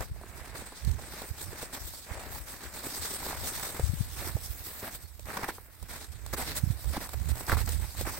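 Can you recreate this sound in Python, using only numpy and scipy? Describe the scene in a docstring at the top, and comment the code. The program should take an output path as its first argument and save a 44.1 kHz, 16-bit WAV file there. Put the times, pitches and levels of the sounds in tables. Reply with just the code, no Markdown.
"""An open field of frozen snow. Two dogs trot and run around a person, who takes a few steps and turns,
holding a camera. Each footfall packs the snow into a low crunch, with a hiss of ice powder and a scrape
of grit on top. The crust snaps in dull pops and throws a spray of crystals; one thin squeak slips in.
Light wind buffets now one microphone port, now the other, over a faint steady hush."""
import sys
import numpy as np
from scipy import signal
from scipy.fft import rfft, irfft, next_fast_len
from scipy.io import wavfile
from scipy.ndimage import uniform_filter1d, map_coordinates

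SR = 44100
rng = np.random.default_rng(int(sys.argv[2]) if len(sys.argv) > 2 else 0)


def transcribe(signal):
    """Save signal, clipped to [-1, 1], as a 16-bit WAV file at the path in sys.argv[1]."""
    frames = np.atleast_2d(signal).T
    limited = np.clip(frames, -1, 1)
    pcm = np.round(limited * 32767).astype(np.int16)
    wavfile.write(sys.argv[1], SR, pcm)


N = 361179


def amp(db):
    return 10 ** (np.asarray(db) / 20)


def unit(x):
    return x / np.sqrt(np.mean(x ** 2) + 1e-20)


def along(points, hz):
    """Read (f, value) breakpoints on a log frequency axis."""
    f, values = np.transpose(points)
    return np.interp(np.log(hz + 1), np.log(f + 1), values)


def automation(rows):
    """One curve over the whole scene for each column after the time."""
    times, *columns = np.transpose(rows)
    return [np.interp(np.arange(N) / SR, times, column) for column in columns]


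def wobble(rate):
    """Smooth random modulation, rate knots a second."""
    return map_coordinates(rng.standard_normal(int(N * rate / SR) + 4), [np.arange(N) * rate / SR])


def filtered(x, response):
    """Apply a gain given as a function of frequency."""
    size = next_fast_len(N + SR // 2)
    return irfft(rfft(x, size) * response(np.fft.rfftfreq(size, 1 / SR)), size)[..., :N]


def eq(x, curve):
    return filtered(x, lambda hz: amp(along(curve, hz)))


def coloured(x, curve):
    return unit(eq(x, curve))


def panned(lean_db):
    """Constant-power gains, left over right by lean_db."""
    gains = amp(np.array([lean_db, -lean_db]) / 2)
    return gains / np.sqrt(np.mean(gains ** 2, axis=0))


def add(track, s, sound):
    """Mix a sound into a track from time s."""
    start = int(np.clip(round(s * SR), 0, N - 1))
    track[..., start:start + sound.shape[-1]] += sound[..., :N - start]


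def swell(length, attack, release):
    """Power envelope of a push that builds, holds and dies; attack and release are shares of length."""
    t = np.arange(SR) / SR / max(length, .005)
    return (np.minimum(t / attack, 1) * np.exp(-np.maximum(t - 1, 0) / release)) ** 2


# stereo image at the microphone ports: f/Hz, left-right correlation
PORT_CORRELATION = [(200, 1), (600, .9), (1200, 0.51), (2200, 0.33), (4000, 0.039), (9000, 0.015)]
def ports(pair):
    """Spread two unrelated signals as mid and side: mono in the bass, wide in the treble."""
    def mid_side_gains(hz):
        angle = np.arccos(np.clip(along(PORT_CORRELATION, hz), -1, 1)) / 2
        return np.array([np.cos(angle), np.sin(angle)])
    mid, side = filtered(pair, mid_side_gains)
    return np.array([mid + side, mid - side])


# light shuffling between footfalls, loudest as the dogs pass close: t/s, crunch/dB, powder/dB
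SHUFFLE = [(0.0, -52, -43.5), (0.12, -62, -58), (0.33, -50, -52.5), (1.3, -55.5, -47.5),
           (1.69, -50.5, -51.5), (2.2, -63.5, -47), (2.55, -53.5, -48), (3.1, -47, -39.5),
           (3.6, -44.5, -38), (3.9, -54.5, -44.5), (4.5, -55.5, -43.5), (4.8, -50, -44), (5.13, -64, -54.5),
           (5.65, -62, -54.5), (6.2, -58, -53), (6.65, -56, -46), (7.299, -53, -47.5), (8.19, -57, -44)]
# paws and boots landing: t/s, length/s, crunch/dB, powder/dB, share of coarse grit (0-1)
FOOTFALLS = [(0.0, 0.03, -39, -51, 0.06), (0.358, 0.043, -54, -49.5, 0.2), (0.534, 0.08, -46.5, -44, 0.0),
             (0.656, 0.018, -53, -48.5, 0.05), (0.742, 0.035, -71, -48.5, 0.0),
             (0.869, 0.025, -52, -49, 0.5), (0.967, 0.11, -53, -50.5, 0.0), (1.09, 0.15, -47, -47.5, 0.06),
             (1.363, 0.077, -58, -40.5, 0.0), (1.505, 0.057, -47.5, -46.5, 0.05),
             (1.569, 0.069, -44, -40, 0.0), (1.723, 0.05, -43.5, -41, 0.0), (1.78, 0.11, -74, -42.5, 0.03),
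             (1.916, 0.076, -75, -41.5, 0.0), (2.039, 0.23, -45.5, -63, 0.2),
             (2.301, 0.079, -46.5, -41.5, 0.0), (2.457, 0.078, -48.5, -42.5, 0.02),
             (2.593, 0.065, -48.5, -49.5, 0.34), (2.725, 0.064, -48.5, -42.3, 0.0),
             (2.822, 0.048, -44.5, -38.5, 0.03), (2.932, 0.048, -49, -37.5, 0.0),
             (3.009, 0.056, -47, -38, 0.05), (3.14, 0.027, -50, -38, 0.0), (3.193, 0.14, -45.5, -44.5, 0.3),
             (3.426, 0.068, -44.9, -33, 0.02), (3.62, 0.051, -46.5, -38, 0.0),
             (3.73, 0.076, -44.5, -48, 0.1), (4.158, 0.12, -43, -38.5, 0.0), (4.632, 0.095, -70, -45, 0.04),
             (4.817, 0.067, -41.1, -40.5, 0.15), (4.904, 0.052, -53.1, -40, 0.03),
             (5.249, 0.18, -40.0, -44, 0.01), (5.368, 0.0084, -31, -34.5, 0.05),
             (5.428, 0.02, -32.5, -40, 0.1), (5.478, 0.026, -35, -39.5, 0.2),
             (5.5, 0.071, -68, -49.2, 0.08), (5.883, 0.081, -44, -42.5, 0.15),
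             (6, 0.044, -50.8, -45.5, 0.08), (6.115, 0.018, -58.9, -50.5, 0.0),
             (6.327, 0.019, -34.5, -36.5, 0.0), (6.362, 0.064, -37.5, -36.5, 0.14),
             (6.453, 0.066, -43.5, -37.5, 0.77), (6.547, 0.039, -42.5, -34.5, 0.06),
             (6.698, 0.022, -52, -50.3, 0.1), (6.868, 0.057, -54.6, -42.5, 0.0),
             (6.925, 0.045, -37.5, -40.5, 0.64), (6.997, 0.05, -42, -42, 0.27),
             (7.13, 0.014, -45, -41, 0.07), (7.283, 0.031, -48.5, -41, 0.16),
             (7.341, 0.096, -48.5, -43.5, 0.0), (7.47, 0.065, -33, -35.5, 0.23),
             (7.565, 0.05, -42.5, -38, 0.3), (7.669, 0.022, -41, -42.5, 0.3), (7.692, 0.052, -56, -40, 0.2),
             (7.803, 0.05, -51, -45, 0.1), (7.959, 0.061, -46, -39.5, 0.26), (8.047, 0.048, -37, -38, 0.0),
             (8.113, 0.065, -45.5, -39.5, 0.0)]
def footfalls():
    """Power envelopes of crunch, powder and grit: each foot sinks in, bears weight and lifts."""
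    flutter_db = 0.46 * wobble(16) + 0.52 * np.array([wobble(9), wobble(9)])
    crunch_power, powder_power = amp(automation(SHUFFLE) + flutter_db) ** 2
    grit_power = np.zeros(N)
    for s, length, crunch_db, powder_db, coarse in FOOTFALLS:
        weight = swell(length, attack=0.26, release=0.3)
        add(crunch_power, s, weight * amp(crunch_db) ** 2)
        add(powder_power, s, weight * (1 - coarse) * amp(powder_db) ** 2)
        add(grit_power, s, weight * coarse * amp(powder_db) ** 2)
    return crunch_power, powder_power, grit_power


def fractures(rate, spread_db, bed):
    """Ice bonds click at random, rate a second, in uneven sizes over a noise bed of tiny ones."""
    breaks = rng.random(N) < rate / SR
    sizes = amp(spread_db * np.clip(rng.standard_normal(N), -2, 2))
    angle = rng.uniform(0, 2 * np.pi, N)
    clicks = unit(breaks * sizes * np.array([np.cos(angle), np.sin(angle)]))
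    return clicks + bed * rng.standard_normal((2, N))


def creak(turns, cycles):
    """One break in the snow: a few swings that swell and die."""
    age = 2 * turns / cycles
    return np.sin(2 * np.pi * turns) * age * np.exp(1 - age)


# snow muffling a crack below its surface: f/Hz, gain/dB
SNOW_MUFFLE = [(100, 11.5), (350, -1), (700, -8), (1900, -4.5), (2400, -8.5), (2900, -40), (5000, -29),
               (12000, -36)]
def clumps(count=9500, pitch_hz=1100, pitch_spread=0.487, size_db=5):
    """Clumps of snow collapse as short grains, each with its own size, pitch and place."""
    starts = (rng.random(count) * N).astype(int)
    pitch, size, angle = rng.standard_normal((3, count, 1))
    samples = np.arange(SR // 150)
    hz = pitch_hz * np.exp(pitch_spread * np.clip(pitch, -2.2, 2))
    grains = amp(size_db * np.clip(size, -2, 2)) * creak(hz * samples / SR, cycles=1.74)
    where = (starts[:, None] + samples).ravel()
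    pair = [np.bincount(where, (grains * pan(np.pi * angle)).ravel(), N)[:N] for pan in (np.cos, np.sin)]
    return coloured(np.array(pair), SNOW_MUFFLE)


# body of packing snow: f/Hz, level/dB
CRUNCH_SPECTRUM = [(70, 4.5), (140, 2.5), (260, 4), (450, -1.5), (700, 0.5), (1100, -1), (1800, 2),
                   (2300, -0.5), (2900, -7.5), (4400, -32), (7500, -68)]
# mid-range push of snow pressed hard: f/Hz, gain/dB
FIRM_EQ = [(220, -2.5), (480, -7.5), (720, 3.5), (1200, -0.5), (2100, -0.5), (3200, -4.5)]
def crunch(power, collapse, clump_db=-44, firm_db=-39):
    """Snow packs underfoot; heavier steps break whole clumps and creak instead of thudding."""
    bonds = fractures(rate=1100, spread_db=1.5, bed=1.0)
    packing = coloured(bonds * amp(1.5 * collapse), CRUNCH_SPECTRUM)
    breaking = unit(clumps() * amp(1.43 * collapse))
    clump_share = 0.14 + 0.5 * power / (power + amp(clump_db) ** 2)
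    body = np.sqrt(1 - clump_share) * packing + np.sqrt(clump_share) * breaking
    load = power / (power + amp(firm_db) ** 2)  # half of the firm colour at firm_db
    return ((1 - load) * body + load * eq(body, FIRM_EQ)) * np.sqrt(power)


# rasp of grit: f/Hz, level/dB
GRIT_SPECTRUM = [(250, 4.5), (600, -6), (1000, -22), (1700, -0.5), (2900, -6), (4300, 0), (6500, -10),
                 (12000, -13)]
def grit(power):
    """Coarse grit drags over the crust in clicks of very uneven size."""
    return coloured(fractures(rate=2500, spread_db=7.5, bed=0.44), GRIT_SPECTRUM) * np.sqrt(power)


def shimmer(pair, depth_db):
    """The colour of a hiss keeps shifting as different crystals slide."""
    spectra = signal.stft(pair, nperseg=256)[2]
    patches = uniform_filter1d(rng.standard_normal(spectra.shape[1:]), 8, axis=0)  # across frequency
    patches = uniform_filter1d(patches, 14, axis=1)  # across time
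    return unit(signal.istft(spectra * amp(depth_db * unit(patches)), nperseg=256)[1][:, :N])


# sizzle of loose ice crystals: f/Hz, level/dB
POWDER_SPECTRUM = [(1400, -7), (2900, -9), (3700, -1.5), (5000, -2), (6900, -4.5), (7600, -0.5), (8200, 4),
                   (9000, -1.5), (10400, -7.5), (12500, -2.5), (15800, -3.5)]
# ride on the powder's top end, against the rest of the hiss: t/s, gain/dB
AIR_RIDE = [(.12, 1), (.91, -4.5), (1.35, 2.5), (1.6, -3), (1.94, 3), (2.14, -6), (2.37, 5), (2.69, 0),
            (4.27, 1), (4.68, 6.5), (5.48, 0), (5.66, 8.5), (6.0, -2), (6.6, 3), (8.19, 1.5)]
def powder(power, collapse, air_hz=10500):
    """Loose ice powder hisses along with each collapse; the finest dust sounds highest."""
    crystals = fractures(rate=4000, spread_db=2.0, bed=1.0)
    flutter_db = 0.91 * collapse + 1.45 * wobble(35) + 0.83 * wobble(220)
    hiss = shimmer(coloured(crystals * amp(flutter_db), POWDER_SPECTRUM), depth_db=2.0)
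    air = filtered(hiss, lambda hz: 1 / (1 + (air_hz / (hz + 1)) ** 12))
    lift = amp(automation(AIR_RIDE)[0])
    lifted_rms = np.sqrt(1 + (lift ** 2 - 1) * np.mean(air ** 2))
    return (hiss + (lift - 1) * air) / lifted_rms * np.sqrt(power)


def trodden_snow():
    """Weight packs the snow in small collapses: crunch below, grit and powder on top."""
    crunch_power, powder_power, grit_power = footfalls()
    collapse = wobble(130)  # bonds give way in bunches
    return ports(crunch(crunch_power, collapse) + grit(grit_power) + powder(powder_power, collapse))


# low end of turbulent air: f/Hz, level/dB
RUMBLE_SPECTRUM = [(12, -41), (22, -49), (45, 4.5), (66, 6.5), (108, -3.5), (190, -20), (300, -31.5),
                   (420, -34.5), (700, -92)]
# bed of breeze on the ports: t/s, left/dB, right/dB
BREEZE_BED = [(0.0, -36, -50), (0.4, -73, -41.5), (0.65, -55, -45), (0.75, -56.9, -58), (1.1, -51, -48),
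              (1.6, -50, -53.5), (2.05, -57.3, -53), (2.5, -50.7, -68.9), (2.95, -56, -58), (3.3, -45, -50),
              (3.85, -50, -57.0), (4.3, -57.6, -34), (4.85, -59, -53), (5.15, -81, -42), (5.45, -59, -50),
              (5.65, -74, -50.5), (6.4, -52.7, -38.5), (8.19, -57, -42.5)]
# gusts on one port: t/s, length/s, level/dB, side (1 left, -1 right)
PORT_GUSTS = [(0.0, 0.022, -37, 1.0), (0.092, 0.098, -40.5, -1.0), (0.81, 0.17, -31.5, -1.0),
              (1.427, 0.086, -39.5, -1.0), (1.807, 0.077, -42, 1.0), (2.153, 0.038, -39, 1.0),
              (2.215, 0.25, -43, 1.0), (2.594, 0.11, -46, 1.0), (2.74, 0.084, -51, -1.0),
              (2.993, 0.045, -41.5, 1.0), (3.363, 0.11, -43, 1.0), (3.564, 0.056, -46, -1.0),
              (3.805, 0.23, -37, 1.0), (4.02, 0.22, -41.5, -1.0), (5.025, 0.043, -42, -1.0),
              (5.812, 0.028, -40, -1.0), (6.078, 0.055, -41, -1.0), (6.23, 0.029, -34.3, -1.0),
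              (6.604, 0.139, -33.5, -1.0), (6.845, 0.082, -32.5, -1.0), (7.139, 0.091, -29, -1.0),
              (7.24, 0.1, -29, -1.0), (7.47, 0.3, -29.5, -1.0), (7.763, 0.082, -33, -1.0),
              (7.979, 0.088, -32.5, -1.0)]
# single eddies thumping a port: t/s, level/dB, f/Hz, side (1 left, -1 right)
EDDY_THUMPS = [(.118, -26, 75, 1), (.878, -22.5, 109, -1), (0.915, -18.5, 63, -1), (1.314, -23.5, 71, -1),
               (2.118, -25.5, 71, -1), (3.842, -14, 66.4, 1), (3.898, -15.5, 80, 1), (3.938, -21, 139, 1),
               (4.01, -15, 105.2, 1), (4.356, -17, 88.5, -1), (4.508, -23.5, 61.4, -1),
               (6.639, -13, 113, -1), (6.675, -24, 127, -1), (6.706, -14, 96, -1), (6.878, -19.5, 60, -1),
               (7.531, -15, 81.5, -1), (7.557, -15, 70, -1)]
def wind(lee_db=41, low_cut_hz=35):
    """Turbulence rumbles in each port on its own; gusts swell it, an eddy is a short pressure swing."""
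    def on_port(side):
        return panned(lee_db * np.sign(side))[:, None]  # the sheltered port is lee_db quieter
    power = amp(automation(BREEZE_BED)) ** 2
    for s, length, db, side in PORT_GUSTS:
        add(power, s, (amp(db) * on_port(side)) ** 2 * swell(length, attack=0.18, release=0.18))
    flow = coloured(rng.standard_normal((2, N)), RUMBLE_SPECTRUM)
    flow /= np.sqrt(np.abs(uniform_filter1d(flow ** 2, SR // 16)) + 0.076)  # levelled, so gusts lead
    flutter_db = 1.8 * np.array([wobble(40), wobble(40)]) + 1.8 * np.array([wobble(24.03), wobble(24)])
    rumble = np.sqrt(power) * flow * amp(flutter_db)
    t = np.arange(-(SR // 20), SR // 20) / SR
    for s, db, hz, side in EDDY_THUMPS:
        swing = np.sin(2 * np.pi * hz * t + rng.uniform(0, 2 * np.pi))
        envelope = np.hanning(len(t)) / (1 + (t * hz / 0.32) ** 2)
        add(rumble, s + t[0], amp(db) * on_port(side) * swing * envelope)
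    return filtered(rumble, lambda hz: hz ** 2 / np.sqrt(hz ** 4 + low_cut_hz ** 4))


# open-air ambience: f/Hz, level/dB
HUSH_SPECTRUM = [(20, -19), (50, 11), (180, -34), (700, -17), (1700, -28), (3000, -37), (9000, -73),
                 (15800, -37)]
def field_hush(level_db=-66):
    """The faint steady hush of the open field."""
    return amp(level_db) * ports(coloured(rng.standard_normal((2, N)), HUSH_SPECTRUM))


# snaps of the crust: t/s, level before muffling/dB, f/Hz, spray/dB
CRUST_SNAPS = [(.007, -18, 800, -35), (.023, -23, 840, -41), (0.162, -35.5, 675, -60),
               (.213, -32, 686, -52), (.236, -28.5, 1040, -65), (.62, -33, 493, -49), (.991, -26, 750, -51),
               (1.219, -25, 685, -38.5), (1.629, -23.5, 620, -48), (2.84, -37, 600, -46),
               (3.216, -28.5, 603, -51), (3.264, -18.5, 820, -34), (3.308, -24, 900, -50),
               (3.3293, -20, 900, -48), (3.632, -23, 1270, -45), (3.796, -15, 600, -38),
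               (4.367, -24, 620, -45), (5.194, -36, 608, -43.5), (5.255, -35, 1100, -43.5),
               (5.332, -22, 1500, -49), (5.433, -15.5, 1210, -44), (5.444, -16, 1530, -43),
               (5.488, -18, 780, -46), (5.495, -23, 1480, -52), (5.583, -26.5, 1090, -64),
               (5.827, -35, 840, -43), (6.263, -30, 784, -36.5), (6.3362, -20.5, 600, -32.5),
               (6.342, -32, 1300, -39), (6.793, -37, 700, -54), (6.843, -32, 820, -43),
               (6.968, -14.5, 830, -39), (7.005, -31, 895, -44), (7.091, -26, 1120, -37.5),
               (7.135, -43, 690, -40), (7.292, -32, 786, -40), (7.355, -30, 790, -40),
               (7.408, -23.5, 740, -36.5), (7.4965, -9, 1460, -33), (7.5193, -7.5, 1640, -33),
               (7.527, -12.5, 1040, -42), (7.536, -12, 1290, -45), (7.57, -16.5, 1090, -40),
               (7.892, -33.5, 750, -58), (8.011, -22, 596, -29.5)]
# small ice crystals ticking: t/s, level/dB
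ICE_TICKS = [(.847, -40), (0.9115, -38.5), (2.956, -37.5), (3.053, -36), (4.132, -42), (7.378, -41),
             (7.4649, -37), (7.659, -36), (7.689, -29), (7.72, -34)]
def crust(count=4, scatter_s=0.0078, spray_rise_s=0.0027, fall_db=8):
    """The crust snaps in a few dull pops, the first the strongest, and throws a spray of crystals."""
    t = np.arange(SR // 10) / SR
    pops, spray_envelope = np.zeros((2, N)), np.zeros(N)
    burst = (t / spray_rise_s) ** 2 * np.exp(2 - 2 * t / spray_rise_s)
    order = np.arange(count)[:, None]
    for s, db, hz, spray_db in CRUST_SNAPS + stray_snaps():
        delay = scatter_s * np.sqrt(order / count) * rng.uniform(0.39, 1.277, (count, 1))
        pitch = hz * np.exp(0.6 * np.sqrt(order / 2) * rng.standard_normal((count, 1)))
        cluster = amp(-fall_db * np.sqrt(order)) * creak(pitch * np.maximum(t - delay, 0), cycles=1.05)
        angle = rng.normal(0, 0.6, count)
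        add(pops, s, amp(db) * np.array([np.cos(angle), np.sin(angle)]) @ cluster)
        add(spray_envelope, s - .0015, amp(spray_db) * burst)
    for s, db in ICE_TICKS:
        add(spray_envelope, s, amp(db) * burst)
    crystals = coloured(fractures(rate=4800, spread_db=1, bed=0.51), POWDER_SPECTRUM)
    return ports(eq(pops, SNOW_MUFFLE)) + spray_envelope * ports(shimmer(crystals, depth_db=2.5))


# stretches of crackle: start/s, end/s, level before muffling/dB, spray/dB
CRACKLE_SPANS = [(.5, 2.2, -35, -53), (2.75, 3.5, -32.5, -48), (6.75, 7.47, -34.5, -45),
                 (7.55, 8.4, -34.5, -47)]
def stray_snaps(count=12, pitch_hz=835, scatter_db=3.5):
    """Cues for small snaps at uneven moments, as the crust crackles under shifting weight."""
    cues = []
    for start, end, db, spray_db in CRACKLE_SPANS:
        times = start + (end - start) * (np.arange(count) + rng.random(count)) / count
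        sizes = scatter_db * rng.standard_normal(count)
        cues += [(s, db + size, pitch_hz, spray_db + size) for s, size in zip(times, sizes)]
    return cues


def squeak(start_s=5.025, end_s=5.085, first_hz=4050, last_hz=4650, level_db=-63):
    """A faint, thin squeak that rises with a slight jitter."""
    rise = np.interp(np.arange(N) / SR, [start_s, end_s], [0, 1])
    pitch = (first_hz + (last_hz - first_hz) * rise) * (1 + .015 * wobble(300))
    tone = np.sqrt(2) * np.sin(2 * np.pi * np.cumsum(pitch) / SR)
    return amp(level_db) * np.sin(np.pi * rise) * tone


# pan of the snow sounds by band: f/Hz, left over right/dB
SNOW_PAN = [(300, -1), (650, 0.5), (1300, -3.5), (2500, 0), (4500, -0.7), (8000, -1.5)]
def scene():
    """Crunch and hiss of the snow with wind over them; open snow gives no echo."""
    underfoot = filtered(trodden_snow() + crust(), lambda hz: panned(along(SNOW_PAN, hz)))
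    return underfoot + squeak() + wind() + field_hush()


def record(dry, top_hz=15950):
    """The camera keeps nothing above its band limit."""
    return filtered(dry, lambda hz: hz < top_hz)


dry = scene()
out = record(dry)
transcribe(out)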